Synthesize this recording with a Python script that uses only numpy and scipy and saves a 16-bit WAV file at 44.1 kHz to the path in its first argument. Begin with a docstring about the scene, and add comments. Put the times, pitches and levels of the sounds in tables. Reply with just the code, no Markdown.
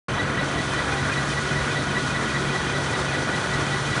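"""Yarn reeling machine in a factory hall

The machine runs steadily a couple of metres away, heard in mono. Its drive hums and a gear whines
in pulses. On every turn of the reel the steel frame rings and the same dry spots squeak.
Yarn hisses through ticking guides and levers give a few dull knocks, while the other
machines in the hall roar and rattle."""
import sys
import numpy as np
from scipy import signal
from scipy.fft import rfft, irfft
from scipy.io import wavfile
from scipy.ndimage import uniform_filter1d

SR = 44100
rng = np.random.default_rng(int(sys.argv[2]) if len(sys.argv) > 2 else 0)


def pcm_store(signal):
    """Save signal as 16-bit PCM."""
    levels = np.round(np.clip(np.atleast_2d(signal), -1, 1) * 32767)
    wavfile.write(sys.argv[1], SR, levels.astype(np.int16).T)


N = 176400
TURN_S = .19645  # one turn of the reel


def undb(db):
    """Turn decibels into a factor to multiply by."""
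    return 10 ** (np.asarray(db) / 20)


def level(x, db):
    """Set a sound's average (rms) level."""
    return x * undb(db) / np.sqrt(np.mean(x ** 2))


def gain(curve):
    """A volume that follows (t/s, level/dB) points."""
    return undb(np.interp(np.arange(N) / SR, *np.array(curve).T))


def walk(rate):
    """A smooth random wobble of size about 1, with `rate` new values a second."""
    hold = int(SR / rate)
    steps = np.repeat(rng.standard_normal(N // hold + 1), hold)
    return 1.246 * uniform_filter1d(uniform_filter1d(steps, hold), hold)[:N]


def tone(hz, drift_hz, rate=8):
    """A pure tone of rms 1 whose pitch wanders slightly."""
    cycles = np.cumsum(hz + drift_hz * walk(rate)) / SR
    return np.sqrt(2) * np.sin(2 * np.pi * (cycles + rng.random()))


def colour(x, points):
    """Shape a sound's bass and treble along (f/Hz, level/dB) points."""
    hz, db = np.array(points).T
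    f = np.maximum(np.fft.rfftfreq(N, 1 / SR), 1)
    response = undb(np.interp(np.log(f), np.log(hz), db))
    cepstrum = irfft(np.log(response), N)
    cepstrum[1:N // 2] *= 2  # folded so the filter rings after a blow, not before
    cepstrum[N // 2 + 1:] = 0
    return irfft(rfft(x) * np.exp(rfft(cepstrum)), N)


def flicker(x, depth_db, rate, count=9):
    """Let each octave of a sound flutter on its own."""
    f = np.maximum(np.fft.rfftfreq(N, 1 / SR), 1)
    octave = np.clip(np.log2(f / 50), 0, count - 1)
    spectrum = rfft(x)
    bands = (irfft(spectrum * np.maximum(1 - abs(octave - k), 0), N) for k in range(count))
    return sum(band * undb(depth_db * walk(rate)) for band in bands)


def impacts(per_s, spread_db, decay_s):
    """Small blows at random times, each a fading burst of noise."""
    hits = rng.random(N) < per_s / SR
    blows = hits * undb(spread_db * np.clip(rng.standard_normal(N), -2, 2))
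    energy = signal.lfilter([1], [1, -np.exp(-2 / (decay_s * SR))], blows ** 2 + 1e-18)
    return np.sqrt(energy) * rng.standard_normal(N)


def resonate(x, hz, width):
    """Make a sound ring in a narrow band around one pitch."""
    b, a = signal.iirpeak(hz, hz / width / 2, fs=SR)
    return signal.lfilter(b, a, signal.lfilter(b, a, x))


def add(out, x, start_s):
    """Mix a sound in at a given time."""
    i = int(start_s * SR)
    if 0 <= i < N:
        out[i:i + len(x)] += x[:N - i]


def drive():
    """The motor drones, a shaft flutters, and weaker tones waver with the load."""
    # Loudness of the motor's drone: t/s, relative level/dB
    motor_curve = [(0.1, -34.5), (0.81, -33.5), (0.83, -41), (1.04, -30), (1.1, -37), (1.21, -30.5),
                   (1.38, -36.5), (1.41, -31.5), (2.25, -34), (2.49, -29.5), (2.61, -39), (2.67, -33),
                   (3.41, -34.5), (3.43, -42), (3.53, -31.5), (4.0, -32)]
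    # Loudness of the shaft's tone: t/s, relative level/dB
    shaft_curve = [(.1, 0), (.5, -8), (.75, 3.5), (1.1, -3), (1.5, 6.5), (2.05, -2), (2.55, 7), (3.1, 0),
                   (3.5, 3), (4, 0)]
    # Weaker tones of the drive: f/Hz, level/dB
    hum_tones = [(70.2, -45), (185.2, -43.5), (221.8, -44), (300.5, -45.5), (421, -56), (468.2, -46.5),
                 (515.3, -47), (542, -50.5), (796.5, -49.5), (983, -49.5), (1073, -48.5), (1297, -53)]
    motor = tone(hz=140.2, drift_hz=1.12) * gain(motor_curve) * undb(.14)
    shaft = tone(hz=374.3, drift_hz=7, rate=60) * undb(4 * walk(35))
    shaft = level(shaft, -43.5) * gain(shaft_curve)
    hum = sum(level(tone(hz, drift_hz=1.12) * undb(4.5 * walk(9)), db) for hz, db in hum_tones)
    return motor + shaft + hum


def gear():
    """A gear whines; tight spots swell the tone and bend its pitch the same way on every turn."""
    # Tight spots of the gear: t/s within one turn, half width/s, f/Hz, relative level/dB
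    tight_spots = [(.141, .005, 1459, -31.9), (.160, .0055, 1472, -35.3), (.175, .0045, 1455, -32.5),
                   (.187, .004, 1442, -39), (.216, .0045, 1478, -32.7), (.240, .007, 1462, -32),
                   (.262, .007, 1454, -36.8), (.286, .005, 1442, -32.4), (.301, .004, 1463, -32.4),
                   (.312, .005, 1452, -38)]
    # Loudness of the whine: t/s, relative level/dB
    whine_curve = [(.1, 2), (.5, -2), (1.2, -1), (1.7, .8), (2.3, 1), (2.8, 0), (3.3, 0.2), (4, .5)]
    when, width, hz, db = np.array(tight_spots).T[:, :, None]
    from_spot_s = (np.arange(N) / SR - when + TURN_S / 2) % TURN_S - TURN_S / 2
    swells = undb(db) * np.exp(-(from_spot_s / width) ** 2 / 2)
    pitch = np.average(np.broadcast_to(hz, swells.shape), weights=swells ** 2, axis=0)
    whine = tone(pitch, drift_hz=1) * np.linalg.norm(swells, axis=0)
    return whine * gain(whine_curve) * undb(1.5 * walk(20))


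def yarn():
    """Threads hiss off their cones and tick against the guides."""
    # Tone colour of the yarn and its guides: f/Hz, relative level/dB
    yarn_colour = [(1000, -19.5), (2200, -0.5), (2700, -5), (3300, 2), (4300, -1.5), (5000, -4), (6100, -4),
                   (7500, -8.5), (9800, -9.5), (11000, -23.5)]
    # Loudness of the hiss and ticks: t/s, relative level/dB
    yarn_curve = [(.08, -3), (.39, -6), (.44, -0.5), (.52, -2), (.65, 1), (1.8, .6), (2.6, 1), (4, 1)]
    hiss = flicker(colour(rng.standard_normal(N), yarn_colour), depth_db=1.5, rate=60)
    ticks = colour(impacts(per_s=330, spread_db=0, decay_s=.00072), yarn_colour)
    return (level(hiss, -37) + level(ticks, -49)) * gain(yarn_curve)


def machines():
    """The other machines blend into a roar, with spindles and levers rattling closer by."""
    # Tone colour of the hall's roar: f/Hz, relative level/dB
    roar_colour = [(20, -29.5), (36, -16.5), (52, -3), (68, -2.5), (115, 4), (175, -1.5), (340, -2),
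                   (460, -6.5), (640, -4.5), (800, -7.5), (1050, -5.5), (1450, -5), (1800, -8.5),
                   (2200, -13), (2700, -16.5), (4000, -26.5), (10000, -37)]
    # Tone colour of the spindles and levers: f/Hz, relative level/dB
    rattle_colour = [(100, -15), (260, 5), (500, -1.5), (850, -5), (1400, 0.5), (2000, -1.5), (2700, -17.5),
                     (3400, -14), (6000, -27)]
    roar = flicker(colour(rng.standard_normal(N), roar_colour), depth_db=1.77, rate=30)
    roar *= undb(-.3 * walk(8.4))  # slight swells
    rattle = colour(impacts(per_s=130, spread_db=3.5, decay_s=.003), rattle_colour)
    return level(roar, db=-27.5) + level(rattle, db=-36)


def frame():
    """Scraping that partly repeats with each turn keeps the steel frame ringing."""
    # Ringing notes of the frame: f/Hz, rough width/Hz, relative level/dB
    notes = [(1485, 70, -47.5), (1600, 110, -45), (1938, 40, -44.5), (2455, 35, -50), (3062, 35, -51.5),
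             (3430, 220, -48), (3895, 22, -55), (4370, 110, -52), (5900, 80, -55.5), (6160, 70, -57)]
    repeat_share = .44
    repeating = np.resize(rng.standard_normal(int(TURN_S * SR)), N)
    scrape = np.sqrt(repeat_share) * repeating + np.sqrt(1 - repeat_share) * rng.standard_normal(N)
    return sum(level(resonate(scrape, hz, width), db + 1) for hz, width, db in notes)


def squeak(middle_s, length_s, hz, glide, db):
    """One dry spot rubs and gives a short squeal on every turn, never quite alike."""
    scatter_db, detune, jitter_s = 1.3, .0018, .00005
    out, grit = np.zeros(N), walk(400)
    turns = np.arange(-1, N / SR / TURN_S)
    t = np.arange(-length_s / 2, length_s / 2, 1 / SR)
    fade = np.cos(np.pi * t / length_s)
    for turn, (louder, higher, later) in zip(turns, rng.standard_normal((len(turns), 3))):
        phase = 2 * np.pi * (hz * (1 + detune * higher) * t + glide * t ** 2 / 2)
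        roughness = .2 * grit[rng.integers(N // 2):][:len(t)]
        squeal = np.sqrt(2) * np.sin(phase + roughness) * fade * undb(db + scatter_db * louder)
        add(out, squeal, middle_s + turn * TURN_S + jitter_s * later - length_s / 2)
    return out


def squeaks():
    """All the reel's dry spots squeak; one chirps, gripping harder in some turns than in others."""
    # Dry spots: t/s within one turn, length/s, f/Hz, glide/(Hz per s), relative level/dB
    dry_spots = [(.187, .024, 1942, -1000, -31.8), (.205, .029, 1955, 3300, -28.2),
                 (.200, .025, 3897, 0, -38), (.250, .05, 1942, -300, -38.5), (.280, .026, 1920, -1500, -40),
                 (.155, .028, 1932, 0, -39.5), (.304, .016, 1950, 0, -38.5), (.294, .018, 2445, 0, -42.5),
                 (.124, .022, 3090, 0, -39.8), (.178, .028, 3070, 0, -43), (.294, .016, 3110, 0, -43),
                 (.156, .014, 3110, 0, -44.5), (.208, .015, 3440, 0, -42), (.178, .013, 3420, 0, -42.5),
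                 (.228, .03, 3900, 0, -46.5), (.227, .018, 4340, 0, -45), (.150, .032, 6160, 0, -50),
                 (.297, .014, 6160, 0, -49)]
    # Loudness of their squeaks: t/s, relative level/dB
    squeak_curve = [(.2, 2), (.5, 0), (1, -2), (1.3, .7), (2, .3), (2.3, -1), (2.9, -.3), (3.25, -2),
                    (3.55, -.3), (4, -.7)]
    # The chirping spot: t/s, length/s, f/Hz, glide/(Hz per s), relative level/dB
    chirp_spot = (.144, .027, 2464, 0, -37.5)
    # Loudness of its chirp: t/s, relative level/dB
    chirp_curve = [(.14, 1), (.34, -8), (.54, -2), (.73, -1), (.93, 6), (1.13, 7.5), (1.4, 0), (1.72, 3),
                   (2, -.5), (2.3, 1.5), (3.1, .5), (3.3, -4), (4, -2)]
    squeals = sum(squeak(*spot) for spot in dry_spots) * gain(squeak_curve)
    return squeals + squeak(*chirp_spot) * gain(chirp_curve)


def knocks():
    """Levers strike dull blows on the casing."""
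    # Blows of the levers: t/s, level/dB
    blows = [(0.419, -25.5), (1.006, -27.5), (1.655, -27.5), (2.03, -29.5)]
    rise_s, decay_s = .0015, .032
    loudness, t = np.zeros(N), np.arange(SR // 4) / SR
    for start, db in blows:
        add(loudness, undb(db) * np.exp(-t / decay_s) * np.minimum(t / rise_s, 1), start)
    casing = resonate(rng.standard_normal(N), hz=255, width=56)
    return loudness * level(casing, 0)


def hall(x):
    """Add the hall's blurred echo to a sound."""
    echo_db, fade_s = -9, .74  # fade_s: time to die away by 60 dB
    tail = rng.standard_normal(SR) * np.exp(-np.log(1000) * np.arange(SR) / SR / fade_s)
    return x + undb(echo_db) * signal.fftconvolve(x, tail / np.linalg.norm(tail))[:N]


def scene():
    """All the sounds together, the same in both ears; only squeaks and knocks echo."""
    mono = hall(squeaks() + knocks()) + frame() + drive() + gear() + yarn() + machines()
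    return np.array([mono, mono])


def record(dry):
    """Start the sound after a brief silence and cut off the highest treble."""
    start_s, top_hz = .083, 10300
    fade_in = np.clip((np.arange(N) / SR - start_s) / .002, 0, 1)
    treble_cut = signal.ellip(12, .2, 80, top_hz, fs=SR, output="sos")
    return signal.sosfilt(treble_cut, dry * fade_in)


dry = scene()
out = record(dry)
pcm_store(out)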